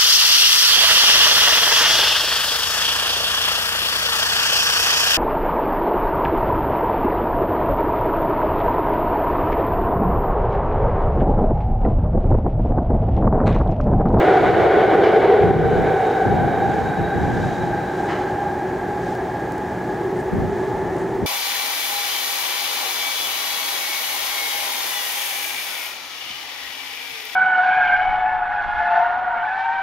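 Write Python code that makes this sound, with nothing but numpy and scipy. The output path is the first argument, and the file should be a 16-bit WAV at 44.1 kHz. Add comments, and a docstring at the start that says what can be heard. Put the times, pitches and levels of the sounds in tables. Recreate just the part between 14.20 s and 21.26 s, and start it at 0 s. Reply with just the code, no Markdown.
"""Subway train leaving the platform.

From the empty platform, a train is heard accelerating away into a tunnel. Its wheels howl on rippled
rails in several bands that climb with speed, over a roar that dulls with distance. The draught behind it
buffets the microphone and the track clanks twice, far off. A faint hiss comes and goes, ventilation
motors hum, and tiny ticks and rustles sound close by."""
import sys
import numpy as np
from scipy import signal
from scipy.fft import rfft, irfft
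from scipy.io import wavfile
from scipy.ndimage import uniform_filter1d

SR = 44100
rng = np.random.default_rng(int(sys.argv[2]) if len(sys.argv) > 2 else 0)


def int16_out(signal):
    """Quantize to a 16-bit WAV file."""
    q = np.round(np.clip(np.atleast_2d(signal).T, -1, 1) * 32767)
    wavfile.write(sys.argv[1], SR, q.astype(np.int16))


N = 311388
TIME, FREQS = np.arange(N) / SR, np.fft.rfftfreq(N, 1 / SR)


def wheel_tones(bands, start_hz=746.8, climb_hz_per_s=18.8, ease_hz_per_s2=0.55):
    """Wheels cross the rail ripples ever faster; many wheels and their echoes blur each tone to a band."""
    ripple_hz = start_hz + climb_hz_per_s * TIME - ease_hz_per_s2 * TIME ** 2 / 2
    turns = np.cumsum(ripple_hz) / SR
    return sum(gain_of(db) * narrow_band(multiple * turns, width) for multiple, width, db in bands)


def rail_howl():
    """The rippled rails howl under the wheels, with an octave above; both fade as the train recedes."""
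    # bands of the howl and of its octave: ripple_multiple, width_hz, level_db
    howl_bands = [(.998, 24.6, -3), (.992, 96, -0.5), (.885, 110, -8.5)]
    octave_bands = [(1.955, 55, -2), (2.07, 160, -6), (2.0, 217, -1)]
    howl_lift_db, octave_lift_db = rough_rail_db()
    howl = wheel_tones(howl_bands) * fading(start_db=-17.5, db_per_s=2.53)
    octave = wheel_tones(octave_bands) * fading(start_db=-28, db_per_s=2.06)
    return howl * gain_of(howl_lift_db) + octave * gain_of(octave_lift_db)


def rough_rail_db():
    """Rougher stretches of rail lift the howl and its octave, each by its own amount."""
    # rough stretches: peak_s, howl_lift_db, octave_lift_db, half_length_s
    stretches = [(2.206, 4, 0.5, 0.37), (3.025, -0.5, 2.5, 0.26), (3.65, 0, 1, 0.43),
                 (6.624, 4.5, 3.5, 0.19)]
    howl_lift_db = sum(db * bell(peak_s, half_s) for peak_s, db, _, half_s in stretches)
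    octave_lift_db = sum(db * bell(peak_s, half_s) for peak_s, _, db, half_s in stretches)
    return howl_lift_db, octave_lift_db


def mouth_drone(peak_s=1.17, peak_db=-13, rise_db_per_s=4.5, fade_db_per_s=11.5):
    """The cars boom in the tunnel mouth, loudest as the last one nears it."""
    # bands of the boom: ripple_multiple, width_hz, level_db
    bands = [(.55, 50, -3), (.54, 93, -1), (.63, 54, -7.5)]
    before_s, after_s = np.maximum(peak_s - TIME, 0), np.maximum(TIME - peak_s, 0)
    return wheel_tones(bands) * gain_of(peak_db - rise_db_per_s * before_s - fade_db_per_s * after_s)


def deep_drone():
    """A lower drone carries from deep in the tunnel and surges now and then."""
    # bands of the drone: ripple_multiple, width_hz, level_db
    bands = [(.443, 31.6, -3.5), (.452, 75, -4)]
    # its surges: peak_s, level_db, half_length_s
    surges = [(.1, -21.5, 0.23), (.8, -17, 0.13), (3.95, -25, 0.3), (4.75, -27.5, 0.62), (5.98, -21.5, 0.3),
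              (6.43, -20, 0.18), (6.95, -22, 0.38)]
    return wheel_tones(bands) * np.hypot(fading(start_db=-28, db_per_s=0.23), swells(surges))


def wheel_singing():
    """The wheels sing high above the howl, soon lost with distance."""
    # bands of the singing: ripple_multiple, width_hz, level_db
    bands = [(2.7, 180, -4.5), (2.92, 130, -0.5), (3.82, 90, -11.5), (4.9, 350, -9.5)]
    return wheel_tones(bands) * fading(start_db=-35.5, db_per_s=4.8)


def last_car_roar(entry_s=1.24, entry_length_s=0.03, shade_db=5.5, shade_db_per_s=5, judder_db=0.89):
    """Bright, juddering rolling noise comes straight from the last car until the tunnel shades it."""
    # spectrum of the near roar: freq_hz, level_db
    colour = [(30, -24.5), (120, -12), (260, -13.5), (370, 1.5), (520, 0.5), (700, 3.5), (950, -7.5),
              (1300, -10.5), (2200, -14), (2650, -24.5), (3100, -23), (3900, -29), (5200, -41.5),
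              (8000, -66), (16000, -81)]
    inside = (1 + np.tanh((TIME - entry_s) / entry_length_s)) / 2
    loss_db = inside * (shade_db + shade_db_per_s * (TIME - entry_s))
    roar = noise(colour) * fading(start_db=-17.5, db_per_s=0.77)
    return roar * gain_of(judder_db * drift(rate_hz=16) - loss_db)


def tunnel_roar(lift_share=0.25):
    """Rolling noise reaches the platform dull after many bounces, a little louder on rough rail."""
    # spectrum of the far roar: freq_hz, level_db
    colour = [(20, -27), (50, -6.5), (110, -1.5), (185, 1.5), (240, -2), (330, 2), (560, -4), (800, -0.5),
              (980, -9.5), (1300, -14.5), (2000, -16.5), (2700, -29.5), (4500, -44.5), (9000, -66.5)]
    _, octave_lift_db = rough_rail_db()
    return noise(colour) * fading(start_db=-26.5, db_per_s=0.19) * gain_of(lift_share * octave_lift_db)


def draught():
    """Eddies thump on the two microphone ports in gusts large and small; the ports move together most in the
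    deep bass."""
    # gusts behind the train: start_s, length_s, level_db
    gusts = [(0.19, 0.23, -28.5), (.55, 0.85, -35), (1.197, 0.43, -19), (2.046, .22, -21),
             (2.35, 0.33, -27), (2.766, 0.039, -23.5), (2.929, 0.32, -22.5), (3.37, .15, -29),
             (6.107, 0.13, -21.5), (6.45, .55, -38.5), (7.003, .1, -23)]
    # spectrum of the buffeting: freq_hz, level_db
    colour = [(18, -22.5), (40, -12), (80, -1), (170, 1.5), (250, -6.5), (450, -12.5), (900, -36.5),
              (3000, -77)]
    # how much the two ports differ: freq_hz, side_minus_mid_db
    width = [(25, -13), (70, -8), (130, -6), (300, -1.5)]
    ports = stereo(noise(colour), noise(colour), width)
    return ports * np.max([gust(*row) for row in gusts], axis=0)


def gust(start_s, length_s, db, rise_s=0.021, sag_db_per_s=6, fall_s=0.078):
    """The gain of a gust that arrives quickly, sags while it lasts and dies away."""
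    age_s = np.maximum(TIME - start_s, 0)
    attack = np.minimum(age_s / rise_s, 1)
    release = np.exp(-np.maximum(age_s - length_s, 0) / fall_s)
    return gain_of(db - sag_db_per_s * age_s) * attack * release


def track_clanks():
    """Distant blows ring the track; the station blurs them into a soft rise and a dense tail."""
    # blows on the track: start_s, level_db, rise_s, t60_s
    blows = [(0.829, -24, 0.0082, 0.44), (3.875, -31, .018, 0.97), (3.902, -34, 0.005, 0.12)]
    # modes of the struck track: pitch_hz, width_hz, level_db
    modes = [(1310, 33, -9.5), (1970, 80, -23), (3020, 96, -13), (4050, 54, -28), (5000, 70, -26)]
    # spectrum of the clatter around them: freq_hz, level_db
    colour = [(300, -12), (1100, 6), (2100, 4), (2600, -6), (3000, -5), (3700, -12.5), (5500, -20),
              (8000, -37.5), (16000, -58)]
    envelope = np.zeros(N)
    for start_s, db, rise_s, t60_s in blows:
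        attack = np.clip((TIME - start_s) / rise_s, 0, 1)
        envelope += attack * gain_of(db - 60 * np.maximum(TIME - start_s - rise_s, 0) / t60_s)
    ring = sum(gain_of(db) * narrow_band(hz * TIME, width) for hz, width, db in modes)
    return envelope * (noise(colour) + ring)


def gear_whine():
    """The gears whine faintly in swells, climbing with the train's speed."""
    # bands of the whine: ripple_multiple, width_hz, level_db
    bands = [(4.79, 30.2, 0.34), (4.8, 141, -1.7)]
    # its swells: peak_s, level_db, half_length_s
    surges = [(1.55, -58, .15), (1.87, -47.5, .12), (2.45, -55, 0.68), (2.85, -50, 0.23), (3.35, -52, 0.3),
              (3.9, -56, 0.36)]
    return wheel_tones(bands) * swells(surges)


def ticks():
    """Tiny dry snaps close to the microphone, some duller than others."""
    # snaps: time_s, level_db, dulling_db_per_khz
    snaps = [(4.952, -14, .8), (5.252, -22, 1), (5.322, -14, .45), (5.3816, -17.5, .25)]
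    # spectrum they share: freq_hz, level_db
    colour = [(1000, -25), (3500, -5), (6500, 0), (9000, -4), (16000, -4)]
    spectrum = sum(gain_of(db - dulling * FREQS / 1000) * np.exp(-2j * np.pi * FREQS * time_s)
                   for time_s, db, dulling in snaps)
    return irfft(spectrum * response(colour), N)


def rustles(grain_db=4.0, grain_hz=150):
    """Short, soft swells of grainy fizz close to the microphone."""
    # rustles: peak_s, level_db, half_length_s
    surges = [(1.85, -60.5, 0.084), (3.83, -59, .07), (4.93, -63, .05), (6.0, -58, .04), (6.43, -59, .03),
              (6.8, -57, 0.06)]
    # spectrum of the fizz: freq_hz, level_db
    colour = [(3000, -16), (5500, -4), (7000, 0), (9000, -1), (11000, -11), (16000, -24)]
    fizz = noise(colour) * gain_of(grain_db * drift(grain_hz))
    return swells(surges) * unit_rms(fizz)


def high_hiss(rest_db=-53.5, flutter_db=0.5, flutter_hz=16):
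    """A faint, high hiss swells and ebbs in the station."""
    # swells of the hiss: peak_s, level_db, half_length_s
    surges = [(.2, -54, 0.3), (1.95, -55, 0.23), (2.58, -52.5, 0.2), (3.23, -48, 0.28), (3.88, -51.5, 0.28),
              (4.88, -51.5, 0.11), (6.47, -55, 0.16), (6.78, -62, 0.11)]
    # its spectrum: freq_hz, level_db
    colour = [(1500, -14), (3200, 4), (4400, -0.5), (5400, -2), (6700, -1), (8000, -8), (10000, -16),
              (16000, -41)]
    envelope = np.hypot(gain_of(rest_db), swells(surges))
    return noise(colour) * envelope * gain_of(flutter_db * drift(flutter_hz))


def ventilation_hum():
    """The station's ventilation motors hum at multiples of their turning rate."""
    # lines of the hum: pitch_hz, rms_db
    lines = [(118.4, -42), (177.6, -43)]
    return np.sqrt(2) * sum(gain_of(db) * np.sin(2 * np.pi * (hz * TIME + rng.random()))
                            for hz, db in lines)


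def noise_floor(level_db=-56.5):
    """A steady, almost white hiss lies under everything."""
    return gain_of(level_db) * noise([(7000, 0), (11000, -1)])  # freq_hz, level_db


def gain_of(db):
    """Decibels to a factor."""
    return 10 ** (np.asarray(db) / 20)


def unit_rms(x):
    """Scales to an rms of one."""
    return x / np.sqrt(np.mean(abs(x) ** 2) + 1e-20)


def response(points):
    """The gain at every frequency, through points of freq_hz, level_db."""
    hz, db = np.transpose(points)
    return gain_of(np.interp(np.log(FREQS + 1), np.log(hz), db))


def noise(colour):
    """Noise of a given colour and an rms of one."""
    return unit_rms(irfft(rfft(rng.standard_normal(N)) * response(colour), N))


def drift(rate_hz):
    """A random wander, with changes up to about the given rate."""
    return unit_rms(irfft(rfft(rng.standard_normal(N)) * np.exp(-(FREQS / rate_hz) ** 2), N))


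def narrow_band(turns, width_hz):
    """A tone smeared into a narrow band that flickers at random; turns counts its cycles."""
    offset_hz = np.fft.fftfreq(N // 16, 16 / SR)
    phases = np.exp(2j * np.pi * rng.random(len(offset_hz)))
    skirt = np.sqrt(1 + (2 * offset_hz / width_hz) ** 4)
    coarse_flicker = unit_rms(np.fft.ifft(phases / skirt))
    flicker = np.interp(TIME, np.linspace(0, TIME[-1], len(offset_hz)), coarse_flicker)
    return (flicker * np.exp(2j * np.pi * turns)).real


def fading(start_db, db_per_s):
    """The gain of a receding sound that fades at a steady rate."""
    return gain_of(start_db - db_per_s * TIME)


def bell(peak_s, half_s):
    """A bell curve in time with a peak of one."""
    return np.exp(-((TIME - peak_s) / half_s) ** 2)


def swells(rows):
    """The gain of bell-shaped swells whose powers add."""
    return np.sqrt(sum((gain_of(db) * bell(peak_s, half_s)) ** 2 for peak_s, db, half_s in rows))


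def stereo(mid, side, width):
    """Mid and side to left and right; width sets the side's level by frequency."""
    side = irfft(rfft(side) * response(width), N)
    return np.array([mid + side, mid - side])


def station():
    """One diffuse pickup of the train, the track and the hiss, as they reach the platform."""
    tones = rail_howl() + mouth_drone() + deep_drone() + wheel_singing() + gear_whine()
    return tones + last_car_roar() + tunnel_roar() + high_hiss() + track_clanks() + noise_floor()


def scene(near_width_db=1.5, narrowing_s=1.8):
    """The station in stereo, narrowing as the train recedes, with the hum and the close sounds on top."""
    # stereo width of the station: freq_hz, side_minus_mid_db
    width = [(50, -30), (170, -22), (350, -18), (700, -13.5), (1800, -17), (4000, -13.5), (7000, -10),
             (10000, -15.5), (14000, -31.5)]
    side_gain = gain_of(near_width_db * bell(0, narrowing_s))
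    platform = stereo(station(), station() * side_gain, width)
    return platform + ventilation_hum() + draught() + ticks() + rustles()


def record(dry, ceiling_db=-2.5, recovery_db_per_s=18, bass_hz=150, bass_weight=1.18, edge_hz=15850):
    """The recorder's limiter, most alert to bass, holds down peaks; a steep low-pass follows."""
    bass = signal.sosfiltfilt(signal.butter(2, bass_hz, fs=SR, output="sos"), dry)
    peak_db = 20 * np.log10(abs(dry + bass_weight * bass).max(0) + 1e-9)
    recovery_db = TIME * recovery_db_per_s
    held_peak_db = np.maximum.accumulate(peak_db + recovery_db) - recovery_db
    over_db = np.maximum(held_peak_db - ceiling_db, 0)
    limited = dry / gain_of(uniform_filter1d(over_db, size=40))
    low_pass = signal.firwin(801, edge_hz, window=("kaiser", 9), fs=SR)
    return signal.oaconvolve(limited, low_pass[None], "same")


dry = scene()
out = record(dry)
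int16_out(out)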